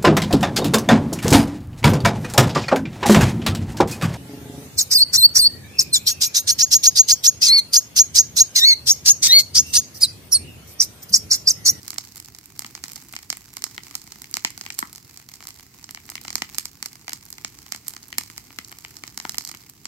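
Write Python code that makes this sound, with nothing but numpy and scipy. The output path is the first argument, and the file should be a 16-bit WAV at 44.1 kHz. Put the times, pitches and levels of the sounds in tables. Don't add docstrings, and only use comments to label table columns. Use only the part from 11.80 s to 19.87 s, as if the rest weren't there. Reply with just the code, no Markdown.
import sys
import numpy as np
from scipy import signal
from scipy.fft import rfft, irfft, next_fast_len
from scipy.io import wavfile
from scipy.ndimage import uniform_filter1d

SR = 44100
rng = np.random.default_rng(int(sys.argv[2]) if len(sys.argv) > 2 else 0)


def ratio_of_db(decibels):
    return 10 ** (np.asarray(decibels, float) / 20)


def master_out(mix):
    frames = np.transpose(np.atleast_2d(mix))
    ceiling = np.clip(frames, -1, 1)
    pcm = np.round(ceiling * 32767).astype(np.int16)
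    wavfile.write(sys.argv[1], SR, pcm)


N = 355887

# (time [s], level [dB])
BLAZE = [(0.0, -46.5), (0.69, -54), (0.94, -48), (1.64, -53.5), (2.04, -48.5), (2.38, -51), (2.81, -46),
         (3.26, -55.5), (3.93, -54.5), (4.45, -47.5), (4.7, -47.5), (4.85, -53), (7.35, -51), (7.57, -44),
         (7.82, -54.5), (8.07, -54.5)]
# (frequency [Hz], level per Hz [dB])
HISS = [(290, -64.5), (500, -0.5), (570, -18.5), (834, 2), (1760, -1), (2100, 4), (3350, -2.5), (4690, 4.5),
        (7490, 3), (9740, -6), (12300, 1), (15850, -2), (16150, -52)]
BED_FOLLOWS = 0.31


def blaze_level():
    s, level_db = np.transpose(BLAZE)
    vigour_db = np.interp(np.arange(N) / SR, s, level_db)
    return vigour_db.mean(), vigour_db - vigour_db.mean()


def at_hz(points, hz):
    point_hz, value = np.array(points).T
    return np.interp(np.log(hz + 1), np.log(point_hz), value)


def rms_one(x):
    return x / np.sqrt(np.mean(x ** 2) + 1e-20)


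def drift(rate):
    knots = rng.standard_normal(int(N / SR * 60) + 2)
    return np.interp(np.arange(N) / SR * rate, np.arange(len(knots)), knots)


def at_ports(pair, spectrum, even=0):
    # (frequency [Hz], left minus right [dB])
    balance = [(60, -1), (700, -.9), (1000, 3.5), (1600, 7.5), (2700, 2), (4500, -4.5), (9000, -6.5),
               (15000, -8)]
    # (frequency [Hz], likeness [0-1])
    likeness = [(60, .84), (350, .9), (800, .85), (1300, .4), (2700, .3), (5000, .1), (15000, 0)]
    length = pair.shape[-1]
    size = next_fast_len(length + 1448)
    half = size // 2
    hz = np.arange(half + 1) * SR / size
    alike = np.clip(at_hz(likeness, hz), 0, 1)
    one, other = rfft(pair[0], size), rfft(pair[1], size)
    out = []
    for sign in (1, -1):
        port = np.sqrt(1 + alike) * one + sign * np.sqrt(1 - alike) * other
        if even:
            port = port / np.sqrt(uniform_filter1d(np.abs(port) ** 2, size=even, axis=-1))
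        colour_db = at_hz(spectrum, hz) + sign * at_hz(balance, hz) / 2
        cepstrum = irfft(np.log(ratio_of_db(colour_db)), size)
        cepstrum[1:half] *= 2
        cepstrum[half + 1:] = 0
        out.append(irfft(port * np.exp(rfft(cepstrum)), size)[..., :length])
    return np.array(out)


def flame(spectrum, flicker_db, rate):
    gas = ratio_of_db(flicker_db * drift(rate)) * rng.standard_normal((2, N))
    return rms_one(at_ports(gas, spectrum))


def gas_hiss(mean_db, swing_db):
    return ratio_of_db(mean_db + BED_FOLLOWS * swing_db - 4) * flame(HISS, flicker_db=1.5, rate=20)


def flame_roar(swing_db):
    # (frequency [Hz], level per Hz [dB])
    roar = [(15, -39), (30, -1), (63, -1.5), (128, 1.5), (184, -4), (303, -5.5), (424, -12.5), (545, -29.5),
            (700, -18), (910, -31), (1540, -120)]
    mean_db, follows = -54, .4
    return ratio_of_db(mean_db + follows * swing_db) * flame(roar, flicker_db=1.6, rate=28)


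def crackle(mean_db, swing_db):
    per_s, spread_db, puff_s = 260, 5.0, .0009
    born = rng.random(N) < per_s * ratio_of_db(2.5 * drift(25)) / SR
    sizes = born * ratio_of_db(spread_db * np.minimum(rng.exponential(1, N), 3))
    puffs = signal.lfilter([1], [1, -np.exp(-1 / (puff_s * SR))], sizes + 1e-18)
    ticks = rms_one(at_ports(puffs * rng.standard_normal((2, N)), HISS))
    return ratio_of_db(mean_db + BED_FOLLOWS * swing_db - 1.1) * ticks


def strays(count, thin_body_db, thin_edge_db):
    level_db, spread_db, colour_scatter_db, follow = -48.5, 6, 5.5, .8
    s, vigour_db = np.transpose(BLAZE)
    t = np.linspace(0, N / SR - .02, 800)
    share = np.cumsum(ratio_of_db(follow * np.interp(t, s, vigour_db)))
    rows = []
    for size, body, edge in rng.standard_normal((count, 3)):
        at_s = np.interp(rng.random(), share / share[-1], t)
        rows.append((at_s, level_db + spread_db * size, thin_body_db + colour_scatter_db * body,
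                     thin_edge_db + colour_scatter_db * edge))
    return rows


def wood():
    # (time [s], crack [dB], body [dB])
    ticks = [(0.032, -41, -24), (0.459, -40.5, -20), (0.8648, -37, -12), (1.0494, -45, -10.0),
             (1.3895, -39, -7), (1.5278, -30.5, -0.5), (1.9119, -43.5, -8.5), (2.035, -41, -14),
             (2.0685, -42, -1), (2.1109, -40, -3), (2.2171, -40.0, -12.0), (2.558, -40, -4),
             (2.9852, -35, -7), (3.1596, -35.0, -15.5), (3.489, -38.0, -10.5), (3.7059, -41, -8),
             (4.567, -46, -6), (4.5813, -34.5, -4), (5.5826, -40.5, -2), (5.7885, -41.5, -5.5),
             (5.9475, -35, -2), (6.0694, -40, -9), (6.436, -35.5, -10), (7.5452, -37.0, 0.5),
             (7.609, -37, -4.5), (7.622, -40, -14.5), (7.675, -32, -19), (7.694, -34, -5.5),
             (7.715, -34, -5), (7.7487, -37.5, -4.5)]
    # (time [s], crack [dB], body [dB])
    more_ticks = [(0.0557, -47, -13.0), (0.2407, -45, -6), (0.2503, -42, -19), (0.322, -44, -28),
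                  (0.4473, -41.5, -15), (1.0992, -41, -6.5), (1.8218, -34.0, -9.0), (1.946, -43, -13.5),
                  (2.1426, -49, 3), (2.2758, -43.5, -3), (2.3583, -43.5, -4), (2.6717, -39, -8),
                  (2.839, -46, -3), (2.853, -42, -6), (2.9238, -39, -21), (2.9489, -43, -25), (3.073, -44, -12),
                  (3.1505, -41, -9), (3.1808, -41.0, -7), (3.3991, -46, -3), (3.789, -47, -12),
                  (3.7967, -44, -1), (5.1558, -41.5, -6), (5.8646, -41, -5), (6.1374, -37, -7.5),
                  (6.4117, -37.0, -1.5), (6.5006, -42.5, 3), (7.5204, -37.5, -21), (7.6696, -43, -4),
                  (7.772, -43, -16)]
    # (time [s], crack [dB], body [dB], edge [dB])
    pops_and_snaps = [(0.0803, -29, -13, -2), (0.1053, -27.5, -12.5, -3.5), (0.1838, -19.5, -12.5, -11.5),
                      (0.7934, -24.5, -13, -0.5), (0.952, -29, -9, -18), (1.0393, -25.5, -10, -8.5),
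                      (1.5024, -19.5, -11.5, -9), (1.769, -28.5, -6.5, -3), (1.8406, -19.5, -10.5, -6),
                      (2.1534, -24.5, -11.5, -2.5), (2.5413, -23.0, -11.5, -8), (2.5696, -21.5, -4, -6.0),
                      (2.6491, -18.5, -4.0, -11), (2.9902, -21, -10.5, 1.5), (4.5044, -28.5, -7.5, -10.0),
                      (4.5558, -17.5, -9.5, -7), (4.7841, -19, -12.5, -1.5), (4.8557, -26.5, -11, -2),
                      (5.0274, -24, -8, -5.5), (5.2945, -29, -9, -4.5), (5.3329, -24.0, -11, -4.5),
                      (5.9225, -21.5, -10, -8.5), (6.0821, -29, -13, 5), (6.3835, -17, -8.5, -1.5),
                      (6.7876, -29.5, -1, -6), (7.3762, -25.5, -8.5, -5), (7.4949, -25.5, -9.5, -6.5),
                      (7.5836, -21.5, -10.5, -2.5), (7.6507, -28.5, -16, -5), (8.0553, -28.5, -6, -11.0),
                      (0.4008, -35.5, -14, -0.5), (0.8213, -33.5, -7, -8), (1.1591, -33, -15, -4),
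             (1.1639, -33.5, -9.5, -11.5), (1.3265, -39.5, -13.5, 2.5), (1.3649, -29.5, -5.5, -14),
             (2.3213, -34.5, -10, -8), (2.7774, -33, -9, -6), (2.8121, -31, -7, -12.5),
             (3.13, -38, -10, 0.5), (3.6711, -32.5, -11.5, -2), (4.0423, -35, -12.5, -12),
             (4.1094, -36, -11, 0.0), (4.1481, -33, -6.5, -7), (4.301, -32.5, -13, 1.5),
             (4.4506, -37.5, 1.5, -9.0), (4.481, -33, -2, -19), (4.5291, -32, -11, -12),
             (4.7469, -32, -9.5, -10), (5.5043, -42, -12, 7.5), (5.5277, -34.5, -14, -3),
             (5.648, -27, -2.5, -13), (6.1655, -33.5, -4.5, -10.5), (6.5798, -35, -3.5, 0),
             (6.8476, -36.5, -22, -11.0), (6.987, -38.0, -11.5, -1), (7.1683, -35.5, -12.5, -8),
             (7.278, -33.5, -9.5, -9.5), (7.4009, -31, -5, -11.0), (7.6898, -33, -15, -6)]
    # (time [s], body at 1.6-3.5 kHz [dB], knock and crack against it [dB])
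    knocks = [(0.1319, -39.5, -2.5, -0.5), (0.1608, -44.0, -3, -3), (0.977, -45.0, 1, -15),
              (1.8666, -51, 9, -8), (1.98, -28, -9, -6.5), (2.4432, -39, -13, -0.5),
              (2.579, -43, -13.0, -11), (2.6597, -41, -15, -0.5), (2.8637, -32.5, -8, -3),
              (2.9034, -31, -12, -0.5), (3.0275, -33, 6, -21), (3.6263, -42.5, 0.5, 1),
              (3.654, -50.5, 6.5, 5.5), (4.0917, -38, -4, -3), (4.174, -37, -6.5, -13),
              (4.2916, -37.5, -4, -2), (4.3193, -40.5, -1, -4), (4.3549, -32.5, -7.5, 3),
              (4.3793, -34, -13, -9), (4.6207, -23, -4, -1), (5.2808, -30.5, -3, -1.5),
              (5.3208, -41, -6.0, 1.5), (5.933, -42, -21.0, -14), (6.3279, -31, -10, -4.5),
              (6.7059, -42.5, -2, -8), (6.9257, -38.5, -4.5, -1), (7.0492, -32.5, -7.5, -5.5),
              (7.2373, -32, -5.5, -2), (7.4518, -29.5, 2.5, -5), (7.7413, -41.5, -2, -11)]
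    # (time [s], crack [dB], edge [dB])
    spits = [(0.1433, -40, 2), (0.193, -53, 10), (0.359, -39, 2), (0.3692, -43, 2), (0.3742, -48, 9),
             (0.3792, -39, -6), (0.587, -37.5, -3), (0.6583, -50, 9), (1.0825, -37.5, -1),
             (1.1185, -39, -4), (1.1337, -40, 3), (1.2373, -61, 14), (1.3534, -38.5, -0.5), (2.241, -49, 3),
             (2.4196, -35.5, 0.5), (2.5133, -53, 14), (2.705, -37, -0.5), (2.943, -53, 14),
             (3.3739, -38.0, -2), (3.6887, -37.5, 1.5), (4.2644, -56, 11), (4.4144, -41.0, 0.5),
             (4.7533, -40.5, 2), (5.1313, -41, -2.5), (5.829, -47, -3), (5.9613, -38, -1),
             (6.1065, -41.0, 0.0), (6.2833, -50, 8), (6.8841, -44, 0), (7.8978, -43, 4)]
    thin_body_db, thin_edge_db, thick_edge_db = -10.5, -4.5, -9.5
    knock_under_body_db = 3
    thin = pops_and_snaps
    thin += [(s, crack, body, thin_edge_db) for s, crack, body in ticks + more_ticks]
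    thin += [(s, crack, thin_body_db, edge) for s, crack, edge in spits]
    thin += strays(95, thin_body_db, thin_edge_db)
    rows = [(s, crack, body - knock_under_body_db, body, edge) for s, crack, body, edge in thin]
    for s, body_db, knock, crack in knocks:
        rows.append((s, body_db + crack, knock - crack, -crack, thick_edge_db))
    return np.array(rows), np.arange(len(rows)) >= len(thin)


def bursts(count):
    # (frequency [Hz], level per Hz [dB])
    pop_colour = [(120, -23), (200, -5.5), (279, -3.5), (542, -11.5), (876, -1), (1800, 1), (2160, 7.5),
                  (2650, 5), (3370, -0.5), (4790, 11), (7600, 8), (10000, -11.5), (12500, -2.5),
                  (15300, -12), (16500, -37.5)]
    t = np.arange(-40, 560) / SR
    draw = rng.standard_normal((count, 4, len(t)))
    tear_s = .0013 * np.exp(.25 * draw[:, 3, :1])
    spike, tear, tail = np.exp(-t / .0003), np.exp(-t / tear_s), np.exp(-t / .005)
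    shape = spike + .65 * tear + .045 * tail
    crack = draw[:, :2].swapaxes(0, 1) * shape * (t >= 0) * ratio_of_db(3.06 * draw[:, 2])
    bounce = signal.sosfilt(signal.butter(1, 3000, fs=SR, output="sos"), crack)
    lag = round(.0009 * SR)
    crack[..., lag:] += ratio_of_db(-5) * bounce[..., :-lag]
    return at_ports(crack, pop_colour, even=40)


def pops():
    split_hz = (150, 700, 1600, 3500, 9000, 16000)
    thump_under_knock_db, height_db = 7, 1.34
    thick_thump_db = 0.5
    rows, thick = wood()
    s, crack_db, knock_db, body_db, edge_db = rows.T
    burst = bursts(count=len(s))
    thump_db = knock_db - thump_under_knock_db + thick_thump_db * thick
    levels = (thump_db, knock_db, body_db, 0, edge_db)
    sound = 0
    for low, high, level_db in zip(split_hz, split_hz[1:], levels):
        band = signal.butter(3, [low, high], "band", fs=SR, output="sos")
        part = signal.sosfilt(band, burst)
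        height = np.sqrt(uniform_filter1d(part.mean(axis=0) ** 2, size=88).max(axis=1))
        sound = sound + part * (ratio_of_db(height_db + crack_db + level_db) / height)[:, None]
    out = np.zeros((3, 2, N + 600))
    spot = np.arange(len(s))[:, None] % 3
    at = np.round((s - .0016) * SR).astype(int)[:, None] + np.arange(600)
    for port in range(2):
        np.add.at(out[:, port], (spot, at), sound[port])
    return out[..., :N]


def yard(x):
    # (delay [s], level [dB], smear [s])
    walls = [
        (0.0123, -17, 0.0008),
        (0.0155, -50, 0.0023),
        (0.024, -19, 0.0016),
    ]
    tail_db, t60, grain_db, dull_hz = -24.5, 0.26, 5.0, 11700
    wash_rise_s = .009
    t = np.arange(int(.4 * SR)) / SR
    grain = ratio_of_db(grain_db * rms_one(uniform_filter1d(rng.standard_normal((3, 1, len(t))), size=60)))
    shape = ratio_of_db(tail_db - 60 * t / t60) * np.clip(t / wash_rise_s - .3, 0, 1) * grain
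    for delay, level_db, smear in walls:
        shape = shape + ratio_of_db(level_db) * (t > delay) * np.exp(-np.abs(t - delay) / smear)
    answer = shape * rng.standard_normal((3, 2, len(t))) / 10
    wet = signal.fftconvolve(x, answer, axes=2)[..., :N].sum(axis=0)
    dull = signal.butter(2, [950, dull_hz], "band", fs=SR, output="sos")
    return 0.022 * wet + signal.sosfilt(dull, wet)


def scene():
    mean_db, swing_db = blaze_level()
    bed = gas_hiss(mean_db, swing_db) + flame_roar(swing_db) + crackle(mean_db, swing_db)
    spots = pops()
    return bed + spots.sum(axis=0) + yard(spots)


def band_limit(x):
    return signal.sosfilt(signal.butter(12, 17010, fs=SR, output="sos"), x)


def record(dry):
    no_rumble = signal.sosfilt(signal.butter(3, 48, "high", fs=SR, output="sos"), dry)
    limited = np.clip(no_rumble, -.8, .8)
    mix = signal.sosfilt(signal.cheby2(14, 70, 17200, fs=SR, output="sos"), limited)
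    return band_limit(mix)


dry = scene()
out = record(dry)
master_out(out)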